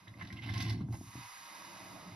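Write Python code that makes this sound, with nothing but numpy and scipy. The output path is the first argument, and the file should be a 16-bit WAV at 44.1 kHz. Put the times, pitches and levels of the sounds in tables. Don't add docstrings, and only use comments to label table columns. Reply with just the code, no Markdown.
import sys
import numpy as np
from scipy import signal
from scipy.fft import rfft, irfft
from scipy.io import wavfile

SR = 44100
rng = np.random.default_rng(int(sys.argv[2]) if len(sys.argv) > 2 else 0)


def store_pcm(level_fs):
    pcm = np.round(np.clip(level_fs, -1, 1) * 32767).astype(np.int16)
    wavfile.write(sys.argv[1], SR, np.atleast_2d(pcm).T)


N = 94815
T = np.arange(N) / SR
FFT_SIZE = 131072
HZ = np.maximum(np.arange(FFT_SIZE // 2 + 1) * SR / FFT_SIZE, 1)

# (frequency [Hz], width [Hz], gain [dB])
POT_MODES = [(110, 23.7, 0), (189.6, 53, 1), (250.4, 27.5, -1.5), (281.2, 19.2, -0.5), (329.3, 40, -4.5)]
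# (frequency [Hz], width [Hz], gain [dB])
WALL_MODES = [(740, 140, -5.5), (1053, 81, 0.5), (1642, 163, -1.5), (2036, 73, 6.5), (2514, 19, -5),
              (2960, 26, -4), (3960, 270, -10.5), (4310, 8.4, 1.5), (4900, 140, -9), (5940, 680, -14)]


def undb(db):
    return 10 ** (np.asarray(db) / 20)


def unit(x):
    return x / np.sqrt(np.mean(x ** 2))


def envelope(rows):
    return undb(np.interp(T, *np.array(rows).T))


def over_hz(rows):
    hz, value = np.array(rows).T
    return np.interp(np.log(HZ), np.log(hz), value)


def tone(rows):
    cepstrum = irfft(np.log(undb(over_hz(rows))))
    cepstrum[1:FFT_SIZE // 2] *= 2
    cepstrum[FFT_SIZE // 2 + 1:] = 0
    return np.exp(rfft(cepstrum))


def modes(rows):
    return sum(undb(db) / (1 + 1j * (HZ ** 2 - hz ** 2) / (HZ * width)) for hz, width, db in rows)


def sloshed(rows, detune=0.025):
    shifts = 1 + detune * rng.uniform(-1, 1, len(rows))
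    return [(hz * shift, width, db) for (hz, width, db), shift in zip(rows, shifts)]


def through(x, response):
    return irfft(rfft(x, FFT_SIZE) * response)[..., :N]


def bubbles(per_s, spread_db):
    occurs = rng.random(N) < per_s / SR
    size = np.minimum(rng.exponential(size=N), 4)
    sign = rng.choice([-1, 1], N)
    return occurs * sign * undb(spread_db * size)


def kitchen(x, wet_db, t60_s=0.13):
    tail = rng.standard_normal((2, N)) * np.exp(-np.log(1000) * T / t60_s)
    tail /= np.sqrt(np.sum(tail ** 2, axis=1, keepdims=True))
    reflections = through(x, rfft(tail, FFT_SIZE))
    return (x + undb(wet_db) * reflections) / np.hypot(1, undb(wet_db))


def room_noise(level_db=-81.5):
    # (frequency [Hz], gain [dB])
    spectrum = [(20, 7), (60, 4), (200, -16.5), (500, -5), (2000, -59), (15500, -50)]
    noise = rng.standard_normal(N) + 0.5 * rng.standard_normal((2, N))
    return undb(level_db) * unit(through(noise, tone(spectrum)))


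def ring(rows, direct_db, per_s, spread_db, diffuse_db):
    def cloud():
        return unit(bubbles(per_s, spread_db)) + undb(diffuse_db) * rng.standard_normal((2, N))
    return undb(direct_db) * cloud() + sum(through(cloud(), modes([row])) for row in rows)


def heater():
    # (frequency [Hz], width [Hz], gain [dB])
    steam_modes = [(566, 7.6, -8), (673, 12, -10), (789, 37, -4.5), (945.4, 52, 0.5), (1003, 40, -5),
                   (1095, 48, -0.5), (1251, 65, -6), (1649, 63, -4.5), (2038, 160, -7), (2093, 140, -13),
                   (2520, 63, -4.5), (2932, 55, -4), (3715, 280, -10.5), (4820, 23, 0), (5120, 130, -6.5)]
    # (time [s], level [dB])
    fizz_levels = [(0, -73.5), (.3, -75.5), (.86, -81), (.91, -71.5), (.93, -61.5), (1.0, -62), (1.3, -58),
                   (1.65, -59.5), (1.95, -61), (2.15, -67)]
    hiss_levels = [(0, -61.5), (.15, -68), (.85, -81.5), (1.0, -67), (1.08, -58.5), (1.19, -51.5),
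                   (1.4, -52.5), (1.58, -52), (1.85, -53), (2.15, -56.5)]
    simmer_levels = [(0, -70.5), (.2, -61.5), (1.25, -100), (1.42, -71), (1.548, -61), (1.75, -59),
                     (1.95, -54), (2.15, -58)]
    deep_levels = [(0, -70.5), (1.3, -77.5), (1.6, -76), (1.75, -63.5), (1.85, -62.5), (1.93, -58),
                   (2.15, -57)]
    # (frequency [Hz], gain [dB])
    fizz_tone = [(1000, -12.5), (3000, -8), (5000, -1), (6600, 6), (8000, -5.5), (10000, 2.5),
                 (12500, -5.5), (13500, -5.5), (15500, -24)]
    hiss_tone = [(300, -21), (600, -6), (950, 1), (2000, 1.5), (3000, -4), (3200, -6.5), (3700, -0.5),
                 (5200, -5), (6500, -9.5), (8000, -57), (15500, -68)]
    simmer_tone = [(25, -11), (110, -4), (190, 0.5), (245, -7.5), (290, 4.5), (340, 5), (400, -4.5),
                   (490, 3.5), (620, 14.5), (900, 11), (1400, 11.5), (4000, -25)]
    deep_tone = [(25, 2), (70, -4.5), (110, 1), (190, 1), (260, -8), (600, -20)]
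    fizz = bubbles(per_s=14000, spread_db=1.5)
    hiss = ring(steam_modes, direct_db=-15, per_s=2800, spread_db=2, diffuse_db=-3)
    simmer = ring(POT_MODES, direct_db=-29.5, per_s=1000, spread_db=3.5, diffuse_db=-4)
    deep = through(bubbles(per_s=300, spread_db=-1.5), modes(POT_MODES))
    return (envelope(fizz_levels) * unit(through(fizz, tone(fizz_tone)))
            + envelope(hiss_levels) * unit(through(hiss, tone(hiss_tone)))
            + envelope(simmer_levels) * unit(through(simmer, tone(simmer_tone)))
            + envelope(deep_levels) * unit(through(deep, tone(deep_tone))))


def plips(low_hz=2585, high_hz=5860, q=37):
    return unit(sum(through(bubbles(per_s=70, spread_db=3.5), modes([(hz, hz / q, 0)]) / hz)
                    for hz in np.geomspace(low_hz, high_hz, 20)))


def crackle(peak_per_s=1700, direct_db=-12.5, plip_db=-5.5):
    # (time [s], level [dB])
    boil_levels = [(0, -93), (.18, -69.5), (.24, -64.5), (.35, -63.5), (.42, -60), (.47, -49.5), (.53, -51),
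                   (.61, -45), (.65, -47.5), (.70, -49.5), (.735, -55.5), (.76, -60.5), (.82, -64),
                   (.87, -78), (.915, -74), (.94, -55), (.98, -79), (2.15, -98)]
    # (frequency [Hz], gain [dB])
    pop_tone = [(200, -27), (450, -10), (700, 10.5), (1200, 8), (2200, 7), (4000, 5), (5600, -3),
                (7000, -28), (10000, 0), (15500, -18.5)]
    wall = (modes(WALL_MODES) + undb(direct_db)) * tone(pop_tone)
    boil = envelope(boil_levels)
    density = np.sqrt(boil / boil.max())
    pops = bubbles(peak_per_s * density, spread_db=4.5) / np.sqrt(density)
    return boil * (unit(through(pops, wall)) + undb(plip_db) * plips())


def spits(direct_db=-8.5):
    # (start [s], level [dB], centre [Hz], width [Hz], length [s])
    clusters = [(0.07, -54.5, 1920, 397, 0.013), (0.079, -55, 3450, 493, 0.0076),
                (0.139, -53.5, 2030, 350, 0.0037), (0.194, -53, 2440, 2520, 0.017),
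                (.210, -43, 1780, 450, 0.0094), (0.222, -47.5, 2700, 2620, 0.008),
                (.248, -52, 3080, 2020, 0.008), (0.272, -55.5, 3870, 1000, 0.012),
                (0.302, -48, 2020, 300, 0.011), (0.326, -48, 4140, 3560, 0.0059),
                (0.369, -53, 2900, 710, 0.018), (0.385, -47.5, 2070, 380, 0.0085),
                (0.421, -51.5, 3000, 610, 0.04), (0.437, -55, 3280, 3000, 0.007),
                (0.489, -42, 2030, 400, 0.0068), (0.538, -44, 3500, 1540, 0.0096),
                (0.576, -46, 4360, 1510, 0.0085), (0.605, -43, 4600, 1810, 0.014),
                (0.623, -42.5, 4760, 2150, 0.0076), (0.695, -44, 4540, 1460, 0.01),
                (0.723, -53, 4600, 2500, 0.015), (0.805, -54.5, 1230, 900, .009),
                (.885, -55, 950, 300, 0.0035), (0.926, -50, 5840, 9000, 0.0025),
                (0.933, -56, 1420, 400, 0.012), (0.925, -51, 1030, 700, 0.0073),
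                (0.939, -50.5, 770, 500, 0.014), (1.486, -51, 2100, 900, 0.004)]
    # (frequency [Hz], gain [dB])
    spit_tone = [(200, -18), (600, 14), (5800, -5.5), (7500, -10.5), (11000, -1), (15500, -12)]
    colour = tone(spit_tone)
    clicks = bubbles(per_s=10000, spread_db=2)
    out = np.zeros(N)
    for start_s, db, hz, width_hz, length_s in clusters:
        wall = (modes(sloshed(WALL_MODES)) + undb(direct_db)) * colour
        band = modes([(hz, width_hz, 0)]) * modes([(hz, 4 * hz, 0)])
        burst = clicks * (T >= start_s) * np.exp(-((T - start_s) / length_s) ** 2)
        spit = through(burst, wall * band)
        out += undb(db) * spit * np.sqrt(length_s * SR / np.sum(spit ** 2))
    return out


def churn():
    # (time [s], level [dB])
    levels = [(0, -65.5), (.13, -60.5), (.23, -48.5), (.29, -51), (.40, -52), (.49, -45.5), (.62, -40.5),
              (.72, -42), (.755, -44.5), (.79, -38.5), (.90, -46.5), (.97, -52.5), (1.05, -55), (1.13, -63),
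              (1.19, -51.5), (1.29, -82.5), (2.15, -77)]
    # (frequency [Hz], gain [dB])
    pocket_tone = [(30, -9.5), (65, 2.5), (110, 8), (190, 3.5), (335, -2), (390, -14.5), (550, -21.5),
                   (690, -9), (1100, -7.5), (2500, -56.5), (16000, -76)]
    pockets = bubbles(per_s=260, spread_db=1.7)
    return envelope(levels) * unit(through(pockets, modes(POT_MODES) * tone(pocket_tone)))


def knocks():
    # (start [s], peak [dB], low-pass cutoff [Hz])
    collapses = [(0.173, -48.5, 402), (0.327, -40, 348), (.443, -42, 350), (0.513, -47, 400),
                 (0.769, -32.5, 373), (.781, -43, 340), (.810, -31, 393), (0.847, -37.5, 350),
                 (0.887, -35, 390), (.906, -33, 400), (0.944, -39, 440), (1.011, -35.5, 672),
                 (1.154, -36, 600)]
    # (frequency [Hz], gain [dB])
    push_tone = [(30, -26), (65, 11.5), (150, 1.5), (335, -0.5), (385, -10.5), (560, -14), (690, 6),
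                 (1100, -1), (2500, -42), (16000, -53)]
    colour = tone(push_tone)
    out = np.zeros(N)
    for start_s, db, cutoff_hz in collapses:
        impulse = signal.unit_impulse(N, int(start_s * SR))
        push = signal.lfilter(*signal.butter(3, cutoff_hz, fs=SR), impulse)
        knock = through(push, modes(sloshed(POT_MODES)) * colour)
        out += undb(db) * knock / np.abs(knock).max()
    return out


def gulps(attack_s=0.012, decay_s=0.0088, wobble_rms=0.058):
    # (start [s], length [s], pitch [Hz], peak [dB])
    swings = [(0.072, 0.05, 109, -47), (0.159, 0.06, 110, -48.5), (0.217, 0.027, 103.3, -40),
              (0.325, 0.11, 110, -45), (.432, 0.061, 110, -42.5), (.495, 0.031, 105, -32.5),
              (.550, 0.029, 109, -32), (.605, 0.026, 102, -32.5), (.650, 0.083, 108.5, -29.5),
              (.785, 0.037, 114, -38), (0.83, 0.022, 125.6, -33.5), (.893, 0.054, 113.6, -32.5),
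              (0.982, 0.063, 96, -46), (1.067, 0.03, 101, -47.5), (1.16, 0.04, 121, -43),
              (1.225, 0.039, 110, -55), (2.113, .04, 114.6, -49)]
    flutter = unit(through(rng.standard_normal(N), modes([(25.1, 9.3, 0)]) ** 2))
    wobble = 1 + wobble_rms * flutter
    out = np.zeros(N)
    for start_s, length_s, hz, db in swings:
        age_s = T - start_s
        swell = np.clip(age_s / attack_s, 0, 1) * np.exp(-np.maximum(age_s - length_s, 0) / decay_s)
        phase = 2 * np.pi * np.cumsum(hz * wobble * (age_s > 0)) / SR
        out += undb(db) * swell * np.sin(phase)
    return out


def scene():
    throb = kitchen(gulps() + churn() + knocks(), wet_db=-16)
    boiling = kitchen(crackle() + spits(), wet_db=-3)
    return throb + boiling + room_noise() + heater()


def record(dry, cutoff_hz=15600):
    # (frequency [Hz], level [dB])
    stereo_level = [(100, -.5), (350, -.6), (700, -3.3), (1300, -1.5), (2100, -3.4), (3300, -4.5),
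                    (4300, -3.4), (6000, -5.5), (7100, 0), (15500, 0)]
    # (frequency [Hz], phase [rad])
    stereo_phase = [(100, -.04), (400, -.1), (1200, -.3), (1650, -2), (1850, -5.2), (2150, -6.2),
                    (3200, -7), (4300, -6.7), (5800, -7.3), (6900, -9.3), (8800, -9.3), (10400, -6.4),
                    (12300, -6.2), (13400, -3.3)]
    left = undb(over_hz(stereo_level) / 2) * np.exp(0.5j * over_hz(stereo_phase))
    heard = through(dry, np.array([left, 1 / left]))
    return signal.sosfilt(signal.ellip(8, 0.2, 70, cutoff_hz, fs=SR, output="sos"), heard)


dry = scene()
out = record(dry)
store_pcm(out)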